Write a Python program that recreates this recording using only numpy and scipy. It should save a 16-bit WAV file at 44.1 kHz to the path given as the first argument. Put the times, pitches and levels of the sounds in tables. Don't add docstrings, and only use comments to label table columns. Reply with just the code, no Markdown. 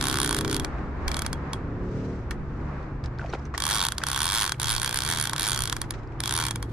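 import sys
import numpy as np
from scipy import signal
from scipy.fft import rfft, irfft
from scipy.io import wavfile
from scipy.ndimage import uniform_filter1d, map_coordinates

SR = 44100
rng = np.random.default_rng(int(sys.argv[2]) if len(sys.argv) > 2 else 0)


def inscribe(sig):
    pcm = np.round(np.clip(np.atleast_2d(sig).T, -1, 1) * 32767)
    wavfile.write(sys.argv[1], SR, pcm.astype(np.int16))


N = 296352
TIME = np.arange(N) / SR

# (t/s, rate/teeth per s)
SPINS = [(-21, 2.3, 1, 1, [(.0116, 70), (.099, 68.6), (.274, 66.5), (.278, 61.5), (.41, 42.5)]),
         (-22, -2, 0, 0, [(.4784, 46), (.505, 66), (.535, 63), (.5977, 20)]),
         (-21.8, -.5, 2.5, -2, [(1.0806, 23.3), (1.144, 40.5), (1.186, 42.4), (1.2637, 15.4)]),
         (-19.5, 3, -1, 0, [(3.5785, 35.5), (3.681, 86), (3.739, 118), (3.839, 81), (3.8856, 44.6)]),
         (-20.3, 1.5, -1, 0, [(4.0676, 48), (4.098, 69.8), (4.152, 63.8), (4.294, 91.2), (4.367, 118.2),
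         (4.45, 93.5), (4.5205, 24.8)]), (-20.8, 0, -2, 0, [(4.599, 45.6), (4.628, 79), (4.662, 70),
         (4.713, 121.5), (4.774, 55), (4.7986, 57)]), (-21, -2, 2, .5, [(4.8171, 73), (4.909, 56),
         (4.972, 70.6), (4.999, 59.4), (5.105, 86), (5.234, 73), (5.2957, 36.4)]),
         (-21, -3, -.5, 0, [(5.3625, 47), (5.44, 107.8), (5.489, 107.6), (5.533, 67.7), (5.609, 66.8),
         (5.6977, 41)]), (-21, .7, 2.2, -2, [(6.2371, 45.4), (6.343, 74), (6.377, 86.3), (6.457, 71.4),
         (6.5095, 29.4)])]
# t/s, click level/dB, then rod ring, frame ring and top treble re click/dB
LONE_CLICKS = [(0.448, -22.5, 3, 6, -6), (.647, -22, -4, 4.5, -7), (1.33, -25.5, 6, 6.5, 1),
               (1.533, -23.5, 4, -1, -4.5), (2.3094, -29, -5, 1.5, -1), (3.921, -21.5, -6, 2, 1.5),
               (3.982, -19.5, -5, -3, -1.5), (4.0368, -21, -1, 4, -3), (5.333, -21, 8, 3, -4),
               (5.7265, -19, 3, 1, -6), (5.766, -23, 3, 5.5, -0.5), (5.816, -22.5, 2, 1.5, 4.5),
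               (5.9074, -21, -4, 0, 2), (6.2037, -22, -4.5, 4.5, -0.5), (6.5582, -25, 2, 7.5, 1),
               (6.627, -25.5, 5, 4.5, 1)]
# f/Hz, relative level/dB per Hz
CLOTH_COLOUR = [(1500, 16), (3500, 3), (6000, 2.5), (8000, -6.5), (10000, -21), (14000, -33)]

USUAL_TEETH_PER_S, WHEEL_TEETH = 66.4, 9
TREBLE_FROM_HZ = 8000


def from_db(db):
    return 10 ** (np.asarray(db) / 20)


def rms_one(x):
    return x / np.sqrt(np.mean(x ** 2) + 1e-20)


def in_time(rows):
    s, *columns = np.transpose(rows)
    return [np.interp(TIME, s, c) for c in columns]


def at_hz(points, hz):
    f, value = np.transpose(points)
    return np.interp(np.log(hz + 1), np.log(f), value)


def drift(rate):
    knots = rng.standard_normal(8000)
    return rms_one(map_coordinates(knots, [TIME * rate], order=3, mode="wrap"))


def tooth_by_tooth(shape, memory):
    fresh = rng.standard_normal(shape)
    return np.sqrt(1 - memory ** 2) * signal.lfilter([1], [1, -memory], fresh, axis=0)


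def noise(colour, size=N):
    # f/Hz, likeness 0-1
    likeness = [(25, 0.9), (45, 1), (70, 1), (130, 0.96), (300, 0.99), (700, 0.68), (1400, 0.5),
                (3000, 0.11), (7000, 0.046)]
    hz = np.fft.rfftfreq(size, 1 / SR)
    mid, side = rfft(rng.standard_normal((2, size)))
    alike = np.clip(at_hz(likeness, hz), 0, 1)
    both = np.sqrt(1 + alike) * mid + np.sqrt(1 - alike) * side * [[1], [-1]]
    return rms_one(irfft(both * from_db(at_hz(colour, hz)), size))


def resonator(hz, width_hz):
    r = np.exp(-np.pi * width_hz / SR)
    feed = np.array([1, 0, -1]) * (1 - r * r) / 2
    return feed, [1, -2 * r * np.cos(2 * np.pi * hz / SR), r * r]


def resonate(x, hz, width_hz):
    return signal.lfilter(*resonator(hz, width_hz), x + 1e-18)


def retuned(x, times, pitches, width_hz):
    state, parts = np.zeros((2, 2)), []
    cuts = ((times[1:] - .002) * SR).astype(int)
    for part, hz in zip(np.split(x + 1e-18, cuts, axis=1), pitches):
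        rung, state = signal.lfilter(*resonator(hz, width_hz), part, zi=state)
        parts.append(rung)
    return np.hstack(parts)


def fade(x, t60):
    return signal.lfilter([1], [1, -from_db(-60 / (t60 * SR))], x + 1e-18)


def pan_gains(left_over_right_db):
    return from_db(left_over_right_db * np.array([[.5], [-.5]]))


def left_late(left, right, lag_s):
    return np.array([np.interp(TIME - lag_s, TIME, left), right])


def engine(run, orders, waver_db):
    hz, db = in_time(run)
    jittered_hz = hz * (1 + .003 * drift(14))
    phase = 2 * np.pi * np.cumsum(jittered_hz) / SR
    lines = 0
    for order, level_db in orders:
        line = np.sin(round(order) * phase + 2 * np.pi * rng.random())
        lines = lines + from_db(level_db + waver_db * drift(7.1)) * line
    return from_db(db) * rms_one(lines)


def far_engine():
    # t/s, cycle rate f/Hz, level/dB
    first_pull = [(0, 30, -35.5), (.2, 31.8, -34.5), (.5, 32.1, -29.5), (.62, 30.6, -32.5),
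                  (.76, 31, -55.5), (1.05, 28.3, -44), (1.3, 30, -78.5)]
    second_pull = [(.9, 29.86, -84), (1.1, 30.73, -38), (1.35, 32.54, -39), (1.6, 34.5, -38),
                   (1.77, 35.92, -36.5), (2.02, 37.08, -31.5), (2.13, 38.4, -33.5), (2.25, 36.6, -42),
                   (2.6, 34.15, -68.5)]
    settled = [(0, 24.5, -55.5), (2.1, 23.2, -48), (2.4, 23.2, -45.5), (3.3, 23.4, -40), (4, 23.2, -46),
               (4.6, 23.3, -40.5), (5.1, 22.6, -40), (6.1, 22.1, -37), (6.72, 22.5, -36)]
    # multiple of the cycle rate, relative level/dB
    first_orders = [(3, 0), (4, -3.5), (5, -6), (6, -10), (7, -7.5), (8, -1.5), (9, -1), (10, 3),
                    (11, -13.5), (12, -1), (13, 0), (14, -24), (15, -8), (16, -23.5), (17, -13)]
    second_orders = [(2, -2.5), (3, 1), (4, -3.5), (5, 2), (6, -5.5), (7, -3), (8, -0.5), (9, -7), (10, -1),
                     (11, -8.5), (12, -5), (13, -8.5), (14, -11.5), (15, -9.5), (17, -15), (18, -17)]
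    settled_orders = [(4, -19), (5, 6), (6, -3), (10, -21), (12, -14), (13, -16), (14, -10), (15, -11),
                      (17, -10.5), (20, -17), (22, -15.5)]
    pulling = engine(first_pull, first_orders, waver_db=2) + engine(second_pull, second_orders, waver_db=2.5)
    return pulling + engine(settled, settled_orders, waver_db=2.5)


def drone(waver_db, wander):
    # f/Hz, rms level before the fade/dB
    motor_tones = [(71, -46), (142, -46)]
    # t/s, gain/dB
    motor_fade = [(0, 5), (2.6, 6), (3.6, 3), (4.4, 1.5), (5.3, 0), (6.72, -3)]
    tones = 0
    for hz, db in motor_tones:
        tone = np.sin(2 * np.pi * hz * TIME + wander * drift(3.7))
        tones = tones + from_db(db + waver_db * drift(3.7)) * tone
    return np.sqrt(2) * tones * from_db(in_time(motor_fade)[0])


def open_air():
    # f/Hz, relative level/dB per Hz
    rumble_colour = [(15, -6.5), (30, -5.5), (48, 6.5), (75, 3.5), (130, -4.5), (200, -6), (350, -8.5),
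                     (500, -16), (800, -69.5)]
    wash_colour = [(150, 4.5), (400, -3), (700, -2), (1200, -2), (1800, -8.5), (2400, -16), (3200, -27),
                   (5000, -32), (7500, -40.5), (10000, -56), (13000, -70.5)]
    # t/s, level/dB
    rumble_level = [(0, -34), (1.2, -36), (2.05, -35), (3.3, -37), (4.3, -42), (5.6, -40.5), (6.72, -36.5)]
    wash_level = [(0, -38), (.9, -38), (1.55, -38), (2.1, -44), (2.8, -40.5), (4.5, -47), (5.1, -42.5),
                  (6.72, -44.5)]
    rumble = from_db(in_time(rumble_level)[0] + 1.3 * drift(9)) * noise(rumble_colour)
    wash = from_db(in_time(wash_level)[0] + 1.36 * drift(8.6)) * noise(wash_colour)
    return rumble + wash


def breeze(lumpy_db, lumps_per_s):
    # t/s, level/dB
    gusts = [(0, -47.5), (.1, -39.5), (.2, -55.5), (.35, -44), (.62, -37), (.95, -44), (1.1, -35),
             (1.5, -49.5), (1.95, -44.5), (2.2, -50), (2.42, -44), (2.55, -62), (4.2, -56), (4.42, -42),
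             (4.55, -56), (4.65, -41), (5.3, -48), (5.75, -37), (6.1, -46), (6.25, -58)]
    # f/Hz, relative level/dB per Hz
    buffet_colour = [(12, -7), (25, 0.5), (50, 0.5), (75, -9), (110, -16), (200, -32.5), (500, -75)]
    ports = np.array([noise(buffet_colour)[0], noise(buffet_colour)[1]])
    return from_db(in_time(gusts)[0] + lumpy_db * drift(lumps_per_s)) * ports


def spin(speed):
    s, rate = np.transpose(speed)
    t = np.arange(s[0], s[-1], 1 / SR)
    turned = np.cumsum(np.interp(t, s, rate)) / SR
    return np.interp(np.linspace(0, turned[-1], round(turned[-1]) + 1), turned, t)


def teeth(uneven_db):
    clicks = [(s, db) for s, db, *_ in LONE_CLICKS]
    for db, *_, speed in SPINS:
        clicks += [(s, db) for s in spin(speed)]
    times, db = np.transpose(sorted(map(tuple, clicks)))
    return times, from_db(db + uneven_db * rng.standard_normal(len(times)))


def crank_speed(times):
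    gap = np.diff(times)[np.clip(np.searchsorted(times, TIME) - 1, 0, len(times) - 2)]
    return uniform_filter1d(1 / gap, size=600)


def gears(times, level_db, growth, grain_db):
    # f/Hz, relative level/dB per Hz
    whir_colour = [(400, -49), (650, -34), (850, -19.5), (1600, -3.5), (2600, -9.5), (3400, -1.5),
                   (4600, -8.5), (6000, -13), (10000, -14), (15000, -18)]
    creep = 6.1
    drive = np.maximum(crank_speed(times) - creep, 0) / (USUAL_TEETH_PER_S - creep)
    return from_db(level_db + grain_db * drift(140)) * drive ** growth * noise(whir_colour)


def scrapes(times, strengths):
    # f/Hz, relative level/dB per Hz
    scrape_colour = [(450, -39), (850, -7), (1500, -0.5), (2400, -11), (3300, -15), (4700, -19),
                     (7000, -19), (10000, -20), (14000, -24)]
    level, arch = np.zeros(N), np.sin(np.linspace(0, np.pi, int(.003 * SR)))
    for s, strength in zip(times, strengths):
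        snap = int(s * SR)
        level[snap - len(arch):snap] += strength * arch
    return from_db(-14.5) * level * noise(scrape_colour)


def wheel_angle(count):
    dullest_tooth = 0.283
    return 2 * np.pi * (np.arange(count) - dullest_tooth) / WHEEL_TEETH


def ring_levels(times):
    grips = [(s, *colour) for s, _, *colour in LONE_CLICKS]
    for _, *colour, speed in SPINS:
        grips += [(s, *colour) for s, _ in (speed[0], speed[-1])]
    rod_db, frame_db, treble_db = in_time(sorted(grips))
    wobble_db = -3 * np.cos(wheel_angle(len(times)))
    return rod_db, frame_db, treble_db + np.interp(TIME, times, wobble_db)


def contact(times, strengths, bounces, first_db, first_s):
    size = bounces.shape[-1]
    lead = size // 4
    force = np.roll(bounces, lead, axis=-1)
    force[..., lead + int(first_s * SR)] += from_db(first_db)
    spectrum = rfft(force)
    evenness = .3
    force = irfft(spectrum / (rms_one(np.abs(spectrum)) + 1e-3) ** evenness)
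    out = np.zeros((2, N + size))
    for start, strength, one in zip((times * SR).astype(int) - lead, strengths, force):
        out[:, start:start + size] += strength * one
    return out[:, :N]


def spring(times, strengths, pan_db, detune):
    # f/Hz, level re click/dB, t60/s
    spring_modes = [(3302, -16, 0.052), (3412, -13, 0.018), (4398, -20, 0.028), (6475, -27, .025),
                    (7387, -29, 0.028), (8513, -25.5, 0.026), (9910, -24.5, 0.023), (12682, -29.5, .035)]
    out, age = np.zeros(N + SR), TIME[:SR // 12]
    slowness = np.clip(1 - 1 / (np.gradient(times) * USUAL_TEETH_PER_S), 0, 1)
    strengths = strengths * from_db(-2 * slowness)
    chances = rng.standard_normal((len(times), 2 + len(spring_modes)))
    for s, strength, (tighter, freer, *louder) in zip(times, strengths, chances):
        decay_db = 60 * age * np.exp(-.15 * freer)
        note = 0
        for (hz, db, t60), more in zip(spring_modes, louder):
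            tone = np.sin(2 * np.pi * hz * (1 + detune * tighter) * age)
            note = note + from_db(db + 2.8 * more - decay_db / t60) * tone
        start = int(s * SR)
        out[start:start + len(age)] += strength * note
    return out[:N] * pan_gains(pan_db)


def clicker(times, strengths, land_db, thud_db, chatter_db, chatter_t60, land_s, apart, left_lag_s, lag_turns):
    # f/Hz, width/Hz, level/dB, left over right/dB
    reel_modes = [(920, 144, 5, 1.5), (1103, 75, 8, -2), (1477, 210, 7.5, 0.5), (1990, 470, -1.5, -3.5),
                  (2320, 100, 1, 1.5), (3197, 150, -5.5, -11), (3370, 130, -2.5, -1.5),
                  (3730, 300, 3.5, 1.5), (4710, 290, 4.5, -2), (5400, 2300, -4, 4.5), (6480, 150, -1, 1),
                  (7120, 870, -7.5, 7), (8520, 406, -3, -12), (9944, 520, 5.5, -4), (12660, 300, -10, -15),
                  (12500, 1700, -13.5, -14.5)]
    snaps, count = np.zeros(N), len(times)
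    snaps[(times * SR).astype(int)] = strengths
    age = TIME[:512] - land_s
    signs = np.sign(tooth_by_tooth((count, 3, len(age)), memory=.5))
    bounce_signs = signs[:, :1] + apart * signs[:, 1:]
    chatter = (age >= 0) * from_db(chatter_db - 60 * age / chatter_t60) * bounce_signs
    blow = contact(times, strengths, 0.5 * chatter, thud_db, 0)
    rattle = contact(times, strengths, chatter, land_db, land_s)
    rod, frame, treble = from_db(ring_levels(times))
    drives = [blow * rod, blow * frame, rattle, rattle * treble]
    bend = -.011 * np.cos(wheel_angle(count) + 2 * np.pi / WHEEL_TEETH)
    crack = resonate(snaps, 4700, 2950)
    out = from_db(19.3) * pan_gains(-3) * left_late(crack, crack, left_lag_s)
    out = out + spring(times, strengths, pan_db=-13.0, detune=.003)
    for k, (hz, width_hz, db, pan_db) in enumerate(reel_modes):
        drive = drives[np.searchsorted([1300, 3200, TREBLE_FROM_HZ], hz)]
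        louder, higher = tooth_by_tooth((count, 2), memory=.8).T
        pitches = hz * (1 + (bend if hz > TREBLE_FROM_HZ else .015 * higher))
        colour = np.interp(TIME, times, from_db(1.6 * louder))
        rung = retuned(drive * colour, times, pitches, width_hz)
        left, right = (-1) ** k * from_db(db) * pan_gains(pan_db) * rung
        out = out + left_late(left, right, min(left_lag_s, lag_turns / hz))
    return out


def after_ring(times, strengths, level_db, t60, grain_db):
    # f/Hz, relative level/dB per Hz
    tail_colour = [(400, -35.5), (900, 6), (1600, 7), (2700, -6), (4500, -4.5), (7000, -7), (10000, -7.5),
                   (12000, -19.5), (16000, -31)]
    energy = np.zeros(N)
    energy[(times * SR).astype(int)] = strengths ** 2
    envelope = np.sqrt(fade(energy, t60 / 2))
    return from_db(level_db + grain_db * drift(600)) * envelope * noise(tail_colour)


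def knocks(scuff_t60, spread):
    # t/s, level/dB, ring f/Hz, thud against clear note 0-1, scuff re half the touch level/dB
    touches = [(.783, -35, 2370, 0.35, -13), (1.247, -32.5, 2450, 0.4, 6), (2.311, -21, 1810, 0.6, -8),
               (2.828, -45.5, 4260, .8, -6), (3.039, -34.5, 3660, 1, 3.5), (3.057, -24, 62, 0, -31),
               (3.059, -30, 4430, 0.75, -12), (3.186, -32, 4200, 0.5, -16), (3.194, -20, 1530, 0.2, -19),
               (3.208, -34, 1950, .3, -23), (3.211, -32.5, 2660, 0.3, -20), (3.215, -25, 1410, 0, -28),
               (3.225, -31, 1040, 0.8, -23), (3.232, -32, 840, 0.5, -16), (3.24, -31, 1410, .8, -23),
               (3.246, -23.5, 685, 0.15, -22), (3.26, -34, 2050, .7, -7), (3.292, -28, 487, 0.46, -23),
               (3.298, -35, 2030, 0.1, -15), (3.294, -34, 4350, .2, -14), (3.3, -31, 5750, 0, -12),
               (3.327, -33, 3900, .8, -14), (3.334, -28, 335, 1, -18), (3.335, -27.5, 670, 1, -20),
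               (3.334, -17.5, 1450, 0.54, -19), (3.336, -25, 2800, 0.6, -15),
               (3.348, -29.5, 2050, 0.4, -13), (3.396, -43, 5070, .1, -8), (3.453, -35, 6050, 0.36, -2),
               (3.539, -22, 1130, 0.2, -6.5), (3.547, -20, 1880, 0.05, -9), (4.005, -33, 4700, .4, -10),
               (4.016, -17.5, 1570, 0.44, -11), (4.543, -34, 2284, 0.9, -14), (5.323, -23, 1100, 0.45, -20),
               (5.355, -24, 1090, 0.5, -14), (5.839, -34.5, 1890, 0.3, 0), (5.938, -38, 3600, 0.9, 7),
               (6.032, -48, 3205, 0.6, 3), (6.074, -42, 4830, 0.3, -14), (6.121, -45, 2400, 0.5, -1),
               (6.192, -43, 2200, 0.7, -6)]
    out, scuff, age = np.zeros((2, N)), noise(CLOTH_COLOUR), TIME[:SR // 8]
    attack = 1 - np.exp(-age / 0.0008)
    for s, db, hz, dull, scuff_db in touches:
        start, dull = int(s * SR), np.clip(dull, 0, 1)
        span = slice(start, start + len(age))
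        t60 = 0.028 * (1000 / hz) ** 0.67
        grit = resonate(rng.standard_normal(len(age)), hz, spread * hz)
        thud = rms_one(resonate(grit, hz, spread * hz))
        clear = np.sin(2 * np.pi * hz * age)
        note = ((1 - dull) * clear + dull * thud) * from_db(-60 * age / t60)
        rub = scuff[:, span] * from_db(scuff_db - 60 * age / scuff_t60) / 2
        out[:, span] += from_db(db) * (note + rub) * attack
    return out


def sleeve(catches_per_s):
    # start t/s, length/s, level/dB, roughness/dB
    rubs = [(1.77, 0.52, -50, 1.2), (2.345, 0.55, -60, 1.5), (2.79, .07, -64, 2), (3.154, 0.35, -52.5, 2),
            (5.907, 0.13, -51, 3), (6.03, .19, -75, 6)]
    catching = drift(catches_per_s)
    level = 0
    for s, length, db, rough_db in rubs:
        arch = np.sin(np.pi * np.clip((TIME - s) / length, 0, 1))
        level = level + from_db(db + rough_db * catching) * arch
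    return level * noise(CLOTH_COLOUR)


def creaks(spread_db, count=16):
    # start t/s, length/s, rate/slips per s, level/dB
    grip_creaks = [(3.17, 0.16, 260, -43), (3.324, .03, 600, -36), (3.997, .035, 330, -34)]
    slips = []
    for s, length, rate, db in grip_creaks:
        for u, v, w, pitch in rng.random((200, 4))[:int(rate * length)]:
            slips.append((s + length * u, db + spread_db * (v - w), pitch))
    slips = np.array(slips)
    out = np.zeros(N)
    for k, hz in enumerate(np.geomspace(560, 6500, count)):
        s, db, _ = slips[(slips[:, 2] * count).astype(int) == k].T
        width_hz = np.log(1000) / np.pi * hz / 17
        taps = np.zeros(N)
        taps[(s * SR).astype(int)] = from_db(db - 4 * np.log2(hz / 1000))
        out += resonate(taps, hz, width_hz) * SR / (2 * np.pi * width_hz)
    return signal.sosfilt(signal.butter(4, 6000, fs=SR, output="sos"), out)


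def scene():
    far_shore = far_engine() + drone(waver_db=2.4, wander=0.81) + open_air()
    wind = breeze(lumpy_db=2.5, lumps_per_s=13)
    times, strengths = teeth(uneven_db=1.1)
    reel = gears(times, level_db=-41.0, growth=1.22, grain_db=4.0) + scrapes(times, strengths)
    reel = reel + clicker(times, strengths, land_db=15.5, thud_db=20.0, chatter_db=10.0, chatter_t60=.0034,
                          land_s=.0003, apart=0.47, left_lag_s=.00005, lag_turns=0.14)
    reel = reel + after_ring(times, strengths, level_db=-19.8, t60=0.12, grain_db=3)
    hands = knocks(scuff_t60=0.083, spread=0.52) + sleeve(catches_per_s=84) + creaks(spread_db=7)
    return far_shore + wind + reel + hands


def record(dry):
    soft = signal.sosfilt(signal.butter(10, 14000, fs=SR, output="sos"), dry)
    return signal.sosfilt(signal.ellip(10, .1, 80, 16500, fs=SR, output="sos"), soft)


dry = scene()
out = record(dry)
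inscribe(out)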